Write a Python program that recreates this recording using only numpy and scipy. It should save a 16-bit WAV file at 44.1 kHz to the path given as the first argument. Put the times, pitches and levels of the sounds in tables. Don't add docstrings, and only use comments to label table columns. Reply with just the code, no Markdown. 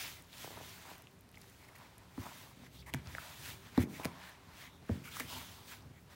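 import sys
import numpy as np
from scipy import signal
from scipy.fft import rfft, irfft
from scipy.io import wavfile
from scipy.ndimage import uniform_filter1d

SR = 44100
rng = np.random.default_rng(int(sys.argv[2]) if len(sys.argv) > 2 else 0)


def linear_from_db(decibels):
    return 10 ** (np.asarray(decibels, float) / 20)


def to_wav(s):
    ch = np.atleast_2d(s).T
    pcm = np.round(np.clip(ch, -1, 1) * 32767)
    wavfile.write(sys.argv[1], SR, pcm.astype(np.int16))


N = 271209
CONTROL = 64


def evened(x):
    return x / np.sqrt(np.mean(x ** 2) + 1e-20)


def add(mix, s, sound):
    part = mix[round(s * SR):][:len(sound)]
    part += sound[:len(part)]


def coloured(x, points):
    hz = np.fft.rfftfreq(len(x), 1 / SR)
    f, db = np.transpose(points)
    curve_db = np.interp(np.log(hz + 1), np.log(f + 1), db)
    return evened(irfft(rfft(x) * linear_from_db(curve_db), len(x)))


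def resonate(x, hz, width_hz):
    return signal.lfilter(*signal.iirpeak(hz, hz / width_hz, SR), x)


def grit(spread_db, flutter_db, flutter_s):
    clumps = evened(uniform_filter1d(rng.standard_normal(N), int(flutter_s * SR)))
    size_db = spread_db * np.minimum(rng.exponential(1, N), 5)
    return evened(rng.standard_normal(N) * linear_from_db(size_db + flutter_db * clumps))


def ringing(hz, cycles, glide, t):
    turns = hz * t * (1 + glide * hz * t / cycles)
    wave = np.sin(2 * np.pi * turns) * hz * t * np.exp(-2.5 * hz * t / cycles)
    return wave / abs(wave).max()


def swell(s, db, rise_s, fall_s):
    t = np.arange(0, N + CONTROL, CONTROL) / SR - s
    rise, fall = abs(t / rise_s) ** 1.77, abs(t / fall_s) ** 1.39
    return linear_from_db(db - 10 * np.where(t < 0, rise, fall)) ** 2 + 1e-14


def swells(table):
    return np.array([swell(*row[:4]) for row in table])


def gain(power):
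    return np.interp(np.arange(N) / CONTROL, np.arange(len(power)), np.sqrt(power))


# f/Hz, level/dB per Hz
ROOM_TONE = [(18, -44), (30, 5.5), (81, 3.5), (169, 0.5), (335, -7), (1990, -15.5), (8640, -26),
             (15800, -30)]
# f/Hz, width/Hz, level/dB rms
APPLIANCES = [(103.45, 3.9, -71), (178.1, 5, -70), (391.3, 3, -76.5)]


def kitchen():
    lines = sum(linear_from_db(db) * evened(resonate(rng.standard_normal(N), hz, w)) for hz, w, db in APPLIANCES)
    return linear_from_db(-62.5) * coloured(rng.standard_normal(N), ROOM_TONE) + lines


def reverb(x, t60=0.3):
    t = np.arange(SR // 2) / SR
    noise = signal.lfilter([1], [1, -.5], rng.standard_normal(len(t)))
    tail = noise * linear_from_db(-60 * t / t60) * (t > .004)
    return signal.fftconvolve(x, tail / np.linalg.norm(tail))[:N]


def strays():
    per_s, pitches = 60, np.geomspace(5000, 13000, 6)
    falls = rng.random(N) < per_s / SR
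    shake = gain(swell(1.4, -66, .7, .7))
    size = shake * linear_from_db(3.5 * np.minimum(rng.exponential(1, N), 3)) * falls
    kind, t = rng.integers(0, 6, N), np.arange(200) / SR
    return sum(signal.oaconvolve(size * (kind == k), ringing(hz, 2.0, 0, t))[:N]
               for k, hz in enumerate(pitches))


# f/Hz, level/dB, t60/s
BOWL_MODES = [(81.8, 1, 0.21), (133.4, 2.5, 0.23), (145.6, -11.5, 1), (216, -6, 0.12), (243, 2.5, 0.105),
              (348, -15, 0.35), (482, -4, 0.042), (642, -4, 0.033), (840, 5.5, 0.012), (1174, 2, 0.01),
              (1900, -18.5, 0.021), (184.6, -16, 0.052), (550, -16, 0.1), (431, -22, 0.15)]
# peak t/s, level/dB, rise and fall/s, deepest modes over it/dB
LEANS = [(0.0, -56.5, 0.17, 1.5), (0.55, -62, 0.19, 8.5), (1.21, -68, 0.062, 4), (1.39, -73.5, .04, 17.5),
         (1.57, -70, 0.13, 6), (2.27, -73, 0.13, -6), (2.6, -59, 0.31, -11), (3.09, -61.5, 0.17, 10.5),
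         (3.52, -65, 0.18, 14.5), (3.95, -52, .07, -5), (4.18, -72, 0.064, -14), (4.46, -69.5, 0.21, -8),
         (4.84, -65, 0.062, 9), (5.05, -66, .08, -5), (5.28, -57, 0.33, 2.5), (5.62, -62.5, 0.054, 2),
         (5.88, -64.5, 0.15, 8)]


def weight():
    rest_db, rest_deep_db = -68, -65
    leans = np.array([swell(s, db, length, length) for s, db, length, _ in LEANS])
    deep_db = np.transpose(LEANS)[-1]
    shoves = grit(spread_db=4.0, flutter_db=2.5, flutter_s=0.021)
    modes = [linear_from_db(db) * evened(resonate(shoves, hz, 1.44 * 1.5 / t60)) for hz, db, t60 in BOWL_MODES[:6]]
    deep = modes[0] + evened(resonate(shoves, 103, 20))
    press = gain(linear_from_db(rest_db) ** 2 + leans.sum(0))
    heavy = gain(linear_from_db(rest_deep_db) ** 2 + linear_from_db(deep_db) ** 2 @ leans)
    return linear_from_db(-4.0) * (press * evened(sum(modes[1:])) + heavy * evened(deep))


# peak t/s, level/dB, rise/s, fall/s
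SHIVERS = [
    (2.76, -59, .05, .2),
    (2.93, -57.5, 0.17, .12),
    (3.12, -56, .1, 0.08),
]


def judder():
    turn = 2 * np.pi * 66 * np.arange(N) / SR
    wave = np.sin(turn) + linear_from_db(-4.5) * np.sin(2 * turn)
    return np.sqrt(2) * gain(swells(SHIVERS).sum(0)) * wave


# peak t/s, level/dB, rise/s, fall/s
DUST = [(1.14, -72, .05, .05), (1.686, -63, .006, .008), (1.76, -62, .007, .01), (2.735, -64, .008, .03),
        (2.8, -63, .02, .02), (4.93, -66, .05, .08), (4.76, -72, .06, .06), (5.048, -58, .006, .01),
        (5.68, -58, .025, .06), (6.0, -68, .06, .08), (6.12, -68, .02, .05)]
# peak t/s, level/dB, rise/s, fall/s
SQUEEZES = [(0.2, -68, 0.064, 0.074), (1.0, -72, .05, 0.065), (1.72, -65, .05, 0.036),
            (2.5, -63.5, 0.18, .05), (2.62, -69, 0.029, .04), (3.5, -64, .1, 0.12), (3.9, -64, 0.069, .06),
            (4.75, -64, 0.067, 0.032), (5.33, -58, .05, 0.21), (5.6, -65, 0.086, 0.14),
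            (5.851, -67, 0.1, 0.04)]
# peak t/s, rasp level/dB, rise/s, fall/s, rasp centre f/Hz
SWEEPS = [(0.0, -45.5, .1, .13, 2830), (0.44, -53, .11, 0.12, 2900), (0.69, -56.5, 0.13, 0.18, 2800),
          (0.938, -62, 0.082, 0.048, 2500), (1.45, -67.5, 0.11, 0.44, 2370),
          (1.77, -79, 0.036, 0.021, 2100), (2.27, -58.5, 0.11, 0.24, 2100),
          (2.42, -61.5, 0.19, 0.092, 3060), (2.77, -64.5, 0.062, 0.035, 3120),
          (3.12, -61.5, 0.04, 0.5, 2025), (3.32, -58, 0.2, .25, 2680), (3.49, -50, 0.094, 0.061, 2420),
          (3.823, -49.5, 0.033, 0.019, 2070), (3.97, -56.5, 0.075, 0.094, 2230),
          (4.27, -69, 0.061, 0.05, 1900), (4.64, -61, 0.09, 0.04, 3200), (5.1, -62.5, 0.075, 0.13, 2420),
          (5.185, -49.5, 0.059, 0.066, 1900), (5.33, -50, 0.068, 0.14, 2980), (5.5, -60, .2, 0.25, 2950),
          (5.7, -55.5, 0.037, .06, 2650), (6.15, -75, .06, 0.087, 2250)]
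# peak t/s, rasp level/dB, rise/s, fall/s, hollow over the rasp/dB
RUBS = [(0.345, -61.5, 0.017, 0.18, -4.5), (0.55, -57, 0.07, 0.14, -2), (0.9, -59, 0.19, 0.14, -1),
        (1.65, -68, 0.042, .04, 0.5), (1.82, -63.5, 0.082, 0.11, -0.5), (2.05, -69.5, 0.46, 0.39, -0.5),
        (2.21, -62.5, 0.043, 0.12, -1), (2.26, -66, 0.067, 0.091, 12), (2.66, -61.5, 0.075, 0.021, -8),
        (2.89, -65.5, 0.021, 0.019, 6), (2.975, -64, 0.06, 0.077, -4), (3.075, -58.5, 0.038, 0.18, -4),
        (3.24, -58, 0.042, 0.15, 0.5), (3.668, -60.5, 0.059, .1, -4.5), (3.79, -53.5, 0.061, 0.033, -5),
        (4.015, -59, 0.029, 0.086, 8), (4.09, -63.5, 0.044, 0.36, 3), (4.27, -57.5, .12, .09, -4),
        (4.47, -67, 0.07, 0.26, 0), (4.64, -57.5, 0.13, 0.067, -6.5), (4.94, -59.5, .1, 0.15, -6),
        (5.15, -55, .07, 0.052, -17), (5.725, -54.5, 0.039, 0.048, -5.5), (6.13, -63.5, 0.052, 0.11, 0)]
RUB_HZ = 2050
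# f/Hz, level/dB per Hz
WALL_RASP = [(700, -23), (1300, -2), (2100, -4.5), (2800, -6.5), (3600, -3.5), (5000, -5), (7000, -12),
             (11000, -17.5)]
# f/Hz, level/dB per Hz
FLOUR_HISS = [(3500, -31), (6000, -3.5), (8000, -5.5), (10000, -7.5), (13000, -6), (15000, -6.5),
              (16000, 1)]
# f/Hz, width/Hz, level/dB
BOWL_AIR = [(597, 125, -2.5), (964, 253, -4)]


def strokes():
    sweeps, rubs = swells(SWEEPS), swells(RUBS)
    sweep_hz, rub_hollow_db = np.transpose(SWEEPS)[-1], np.transpose(RUBS)[-1]
    dry, damp = sweeps.sum(0), rubs.sum(0)
    centre_hz = gain((sweep_hz ** 2 @ sweeps + RUB_HZ ** 2 * damp) / (dry + damp))
    crumbs = grit(spread_db=2.5, flutter_db=0.62, flutter_s=0.013)
    wall = shifting(coloured(crumbs, WALL_RASP), centre_hz, lift_db=8.5, octaves=0.66, patchy_db=1.3)
    hiss = shifting(coloured(crumbs, FLOUR_HISS), centre_hz, lift_db=-6, octaves=0.93, patchy_db=2.0)
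    lumps = grit(spread_db=2.5, flutter_db=2.0, flutter_s=0.013)
    hollow = sum((-1) ** k * linear_from_db(db) * resonate(lumps, hz, w) for k, (hz, w, db) in enumerate(BOWL_AIR))
    hollow = evened(resonate(hollow, 1510, 1070))
    airy = linear_from_db(1.5) ** 2 * dry + linear_from_db(-10) ** 2 * damp + swells(DUST).sum(0)
    boxy = linear_from_db(-11.5) ** 2 * dry + linear_from_db(rub_hollow_db) ** 2 @ rubs + swells(SQUEEZES).sum(0)
    return gain(dry + damp) * wall + gain(airy) * hiss + gain(boxy) * hollow


def shifting(x, centre_hz, lift_db, octaves, patchy_db):
    hz, t, z = signal.stft(x, SR, nperseg=256, noverlap=192)
    centre = centre_hz[np.minimum((t * SR).astype(int), N - 1)]
    bump = np.exp(-.5 * (np.log2((hz[:, None] + 1) / centre) / octaves) ** 2)
    patches = uniform_filter1d(rng.standard_normal(z.T.shape).T, 4, 0)
    patches = evened(uniform_filter1d(patches, 30, 1))
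    shaped = z * linear_from_db(lift_db * bump + patchy_db * patches)
    return evened(signal.istft(shaped, SR, nperseg=256, noverlap=192)[1][:N])


# multiple of the lowest f, width/Hz, level/dB
WALL_MODES = [(1, 417, 6), (1.55, 600, -3.5)]
# peak t/s, level/dB, rise/s, fall/s, wall resonance f/Hz
SQUEALS = [
    (0.05, -60, 0.063, 0.071, 2230),
    (2.8, -70, 0.057, .03, 3540),
    (3.82, -50, 0.045, 0.025, 2140),
    (3.95, -54.5, 0.015, 0.035, 2240),
    (4.28, -58.5, 0.12, 0.054, 1720),
    (4.67, -59.5, 0.077, 0.023, 2010),
    (4.76, -67.5, 0.073, 0.028, 3580),
    (5.35, -54.5, 0.095, 0.065, 3100),
    (5.98, -67, 0.04, 0.021, 2100),
]


def squeals():
    stick = grit(spread_db=2.5, flutter_db=1.5, flutter_s=0.0049)

    def ring(hz):
        modes = [linear_from_db(db) * evened(resonate(resonate(stick, k * hz, w), k * hz, 2 * w))
                 for k, w, db in WALL_MODES]
        return evened(sum(modes))

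    cling = gain(swells(RUBS).sum(0)) * linear_from_db(-14) * ring(RUB_HZ)
    return cling + sum(gain(swell(*row[:4])) * ring(row[-1]) for row in SQUEALS)


# t/s, level/dB rms, length/s, f/Hz
SLIPS = [(1.34, -65, 0.018, 3000), (1.592, -67, 0.068, 2190), (1.682, -58.5, 0.011, 2030),
         (1.752, -58, 0.0158, 2030), (2.74, -66, 0.088, 3550), (2.823, -61, 0.008, 2500),
         (2.66, -61, 0.015, 1900), (1.635, -64, 0.018, 1950), (1.64, -68, 0.012, 5000),
         (0.852, -60, 0.068, 950), (5.29, -56, 0.1, 950), (5.11, -58, 0.06, 3400), (0.16, -62, .05, 2100),
         (2.785, -63, 0.038, 4500), (2.86, -55, 0.043, 1990), (2.866, -59, 0.042, 1000),
         (3.81, -55, 0.022, 2080), (4.031, -48, 0.022, 2380), (5.036, -55, 0.061, 2380),
         (5.2, -41.5, 0.01, 2000), (5.049, -55, 0.045, 1350), (5.158, -53, 0.019, 1400)]


def slips():
    out = np.zeros(N)
    for s, db, length, hz in SLIPS:
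        noise = rng.standard_normal(SR // 8)[:int(length * SR)]
        wall = resonate(resonate(noise, hz, 0.3 * hz), hz, 0.4 * hz)
        burst = evened(0.13 * noise + 1.3 * wall)
        add(out, s, linear_from_db(db) * burst * signal.windows.tukey(len(noise), .15))
    return out


# t/s, peak level/dB, f/Hz
TICKS = [(0.1804, -51, 12500), (0.2224, -42, 9600), (0.3815, -39, 8700), (0.8714, -47, 8200),
         (0.9018, -42, 13200), (0.9802, -40, 13900), (1.0211, -40, 11300), (1.1119, -51, 14000),
         (1.2087, -43.5, 12200), (1.2381, -58, 12700), (1.29, -49, 10000), (1.3149, -46, 11200),
         (1.3818, -45, 11800), (1.4147, -41, 9550), (1.498, -46, 9570), (1.5624, -57, 7910),
         (1.7828, -44, 11500), (1.9809, -38.5, 10700), (2.0338, -55, 7920), (2.5611, -56, 7530),
         (3.895, -57, 10000), (3.8984, -49, 13700), (4.2941, -42, 11500), (5.8064, -54, 11000),
         (4.864, -56, 12500), (5.03, -55, 13000), (5.76, -52, 12500)]
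# t/s, peak level/dB, f/Hz
CRACKS = [(1.3556, -48, 5000), (1.4185, -44, 4800), (3.0716, -37, 4940), (5.8227, -50, 5500),
          (0.2987, -51, 2780), (0.381, -46, 3900), (1.04, -55, 6000), (1.29, -53, 5500),
          (1.3263, -55, 4390), (1.431, -51, 2600), (1.4415, -53, 1900), (1.465, -55, 3300),
          (1.476, -53, 3600), (1.518, -53, 2100), (1.5463, -54, 2260), (1.7318, -54, 1640),
          (1.754, -51, 4500), (1.788, -52, 5500), (1.8077, -51, 1990), (4.8251, -56, 4500),
          (5.3255, -40, 2760), (5.8064, -55, 4000), (6.1052, -52, 1600)]


def ticks():
    out, t = np.zeros(N), np.arange(3000) / SR
    for s, db, hz in TICKS + CRACKS:
        add(out, s + 0.00099, linear_from_db(db) * ringing(hz, 1.45, 0, t))
    return out


# t/s, peak level/dB, f/Hz
POPS = [(0.444, -33, 685), (0.475, -34.5, 690), (0.505, -39, 680), (0.514, -47, 750), (0.529, -43, 750),
        (0.538, -48, 600), (0.571, -40, 850), (0.575, -41, 600), (0.586, -45, 950), (0.602, -42, 570),
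        (0.61, -37.5, 673), (0.854, -40.5, 940), (0.862, -46, 900), (0.885, -47, 800), (0.893, -46, 1000),
        (0.905, -46, 900), (0.914, -38, 720), (1.0, -50, 800), (1.971, -51, 1000), (2.227, -46, 1180),
        (2.234, -44, 1050), (2.257, -42, 1090), (2.266, -37, 1070), (3.234, -64, 918), (4.827, -49, 595),
        (1.801, -48, 900), (1.812, -46, 950), (1.82, -48, 800), (2.635, -46, 750), (4.014, -42, 750),
        (4.045, -38, 900), (5.328, -38, 850), (5.365, -41, 950), (5.415, -42, 850)]


def pops():
    out, t = np.zeros(N), np.arange(3000) / SR
    for s, db, hz in POPS:
        add(out, s, linear_from_db(db - 6.0) * ringing(1.64 * hz, 3.74, -0.326, t))
        add(out, s + 0.0025, linear_from_db(db - 18.0) * ringing(0.7 * hz, 2.2, -0.15, t))
    return out


# t/s, peak level/dB, f/Hz,
# cycles, bright tick over the peak/dB
SNAPS_AND_SLAPS = [(0.3302, -40.5, 4006, 2.2, -20), (0.339, -49, 2650, 3.9, -16), (1.071, -44, 3040, 2.5, -18),
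                   (1.344, -51, 2300, 2.5, -16), (1.373, -45.5, 2310, 5, -12), (1.3745, -56, 935, 2.9, -20),
                   (1.4416, -55, 1000, 3.0, -16), (3.15, -31.5, 1980, 2.7, -20), (3.183, -29, 1570, 2.3, -25),
                   (5.1685, -36.5, 1260, 2.1, -14), (5.3267, -58, 900, 2.2, -23),
                   (2.9380, -26.5, 3300, 2.2, -9), (2.931, -52, 3000, 9, -6), (2.9387, -32, 2300, 4.9, -3),
         (2.9455, -29, 1900, 1.8, -8), (2.944, -36.5, 860, 1.7, -20), (3.777, -33, 1510, 2.5, -9),
         (3.7766, -35.5, 4200, 4.2, -26), (3.1508, -42.5, 660, 1.9, -28), (3.1853, -43.5, 716, 1.6, -30),
         (3.9982, -41.5, 975, 2.4, -26), (4.0479, -30, 2700, 1.1, -3), (4.054, -26, 2300, 1.7, -6),
         (4.061, -39, 2210, 2, -4), (4.8926, -38, 1800, 1.5, -22), (5.0546, -42, 2600, 1.3, -10),
         (5.1985, -35.5, 1350, 3.3, 4), (5.1985, -38, 5100, 1.5, -6), (5.204, -31, 2100, 1.9, -16),
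         (2.944, -37, 140, 4.5, -40), (4.0515, -39, 195, 1.9, -40), (4.907, -28.5, 108, 1.6, -40),
         (3.791, -25.5, 110, 1.5, -40), (2.192, -36, 125, 1.6, -40), (4.0548, -34, 650, 2.2, -30),
         (2.9395, -38, 900, 2, -30)]


def snaps():
    out, t = np.zeros(N), np.arange(3000) / SR
    for s, db, hz, cycles, tick_db in SNAPS_AND_SLAPS:
        puff = signal.lfilter([1], [1, -.25], rng.standard_normal(len(t)))
        add(out, s, linear_from_db(db) * (ringing(hz, cycles, -0.05, t) + puff * linear_from_db(tick_db - 60 * t / 0.01)))
    return out


# t/s, peak level/dB, f/Hz
BOUNCES = [(2.261, -48, 190), (3.837, -34, 300), (3.857, -34, 220), (3.872, -37, 320), (3.9, -40, 230),
           (3.936, -42, 285), (3.9975, -40, 620), (4.0555, -31, 205), (4.066, -42, 125), (4.954, -41, 230),
           (4.975, -40, 230), (5.017, -44, 210)]


def bounces():
    out, t = np.zeros(N), np.arange(3000) / SR
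    for s, db, hz in BOUNCES:
        add(out, s, linear_from_db(db) * ringing(hz, 1.6, -0.1, t))
    return out


# t/s, peak level/dB, tilt/dB per octave, extra knuckle level at 400-700 Hz/dB, ring factor
KNOCKS = [
    (2.1773, -34, -0.5, -2, 0.59),
    (2.9391, -34, -1.5, -3, 0.57),
    (3.7761, -16.5, -1.6, 1.2, 0.62),
    (3.997, -38, 5, 6, 0.32),
    (4.0526, -33, 4, 11.5, 0.5),
    (4.8928, -26.5, -4, 8, 0.85),
    (5.2024, -39, 1, 6, 0.82),
]
# pitch factor of the 200-300 Hz modes, lowered by dough on the base
BASE_PITCH = [
    1.04,
    1.0,
    1.0,
    1.0,
    0.9,
    0.92,
    1.0,
]


def knocks():
    out, t = np.zeros(N), np.arange(SR // 2) / SR
    for (s, peak_db, tilt_db, knuckle_db, ring), base in zip(KNOCKS, BASE_PITCH):
        sound = np.zeros(len(t))
        detune = rng.uniform(0.98, 1.015, len(BOWL_MODES))
        deep_db = -7 - 0.42 * (peak_db + 47)
        for (hz, db, t60), d in zip(BOWL_MODES, detune):
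            deep = hz < 170
            delay_s = 0.0035 * (np.sqrt(250 / max(hz, 190)) - .35) + 0.009 * deep
            late = np.maximum(t - delay_s, 0)
            db = db + tilt_db * np.log2(hz / 250) + deep_db * deep + knuckle_db * (400 < hz < 700)
            pitch = hz * d * (base if 200 < hz < 300 else 1)
            onset = -np.expm1(-1.8 * hz * late)
            sound += linear_from_db(db - 60 * late / (t60 * ring)) * np.sin(2 * np.pi * pitch * late) * onset
        rattle = evened(resonate(resonate(rng.standard_normal(len(t)), 198, 140), 230, 220))
        rattle = linear_from_db(-21 - 60 * t / 0.5) * rattle * -np.expm1(-t / 0.045)
        add(out, s, linear_from_db(peak_db) * (sound / abs(sound).max() + rattle))
    return out


def scene():
    hits = knocks() + bounces() + snaps() + pops() + ticks() + slips()
    hand = strokes() + squeals() + weight() + judder() + strays()
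    return (kitchen() + hand + hits + linear_from_db(-15.5) * reverb(hits))[None]


def band_limit(x):
    return signal.sosfilt(signal.butter(12, 17020, fs=SR, output="sos"), x)


def record(dry):
    thin = signal.sosfilt(signal.butter(4, 55, "highpass", fs=SR, output="sos"), dry)
    edge = signal.firwin(1023, 15850, window=("kaiser", 7), fs=SR)
    mix = signal.oaconvolve(thin, edge[None], "same")
    return band_limit(mix)


dry = scene()
out = record(dry)
to_wav(out)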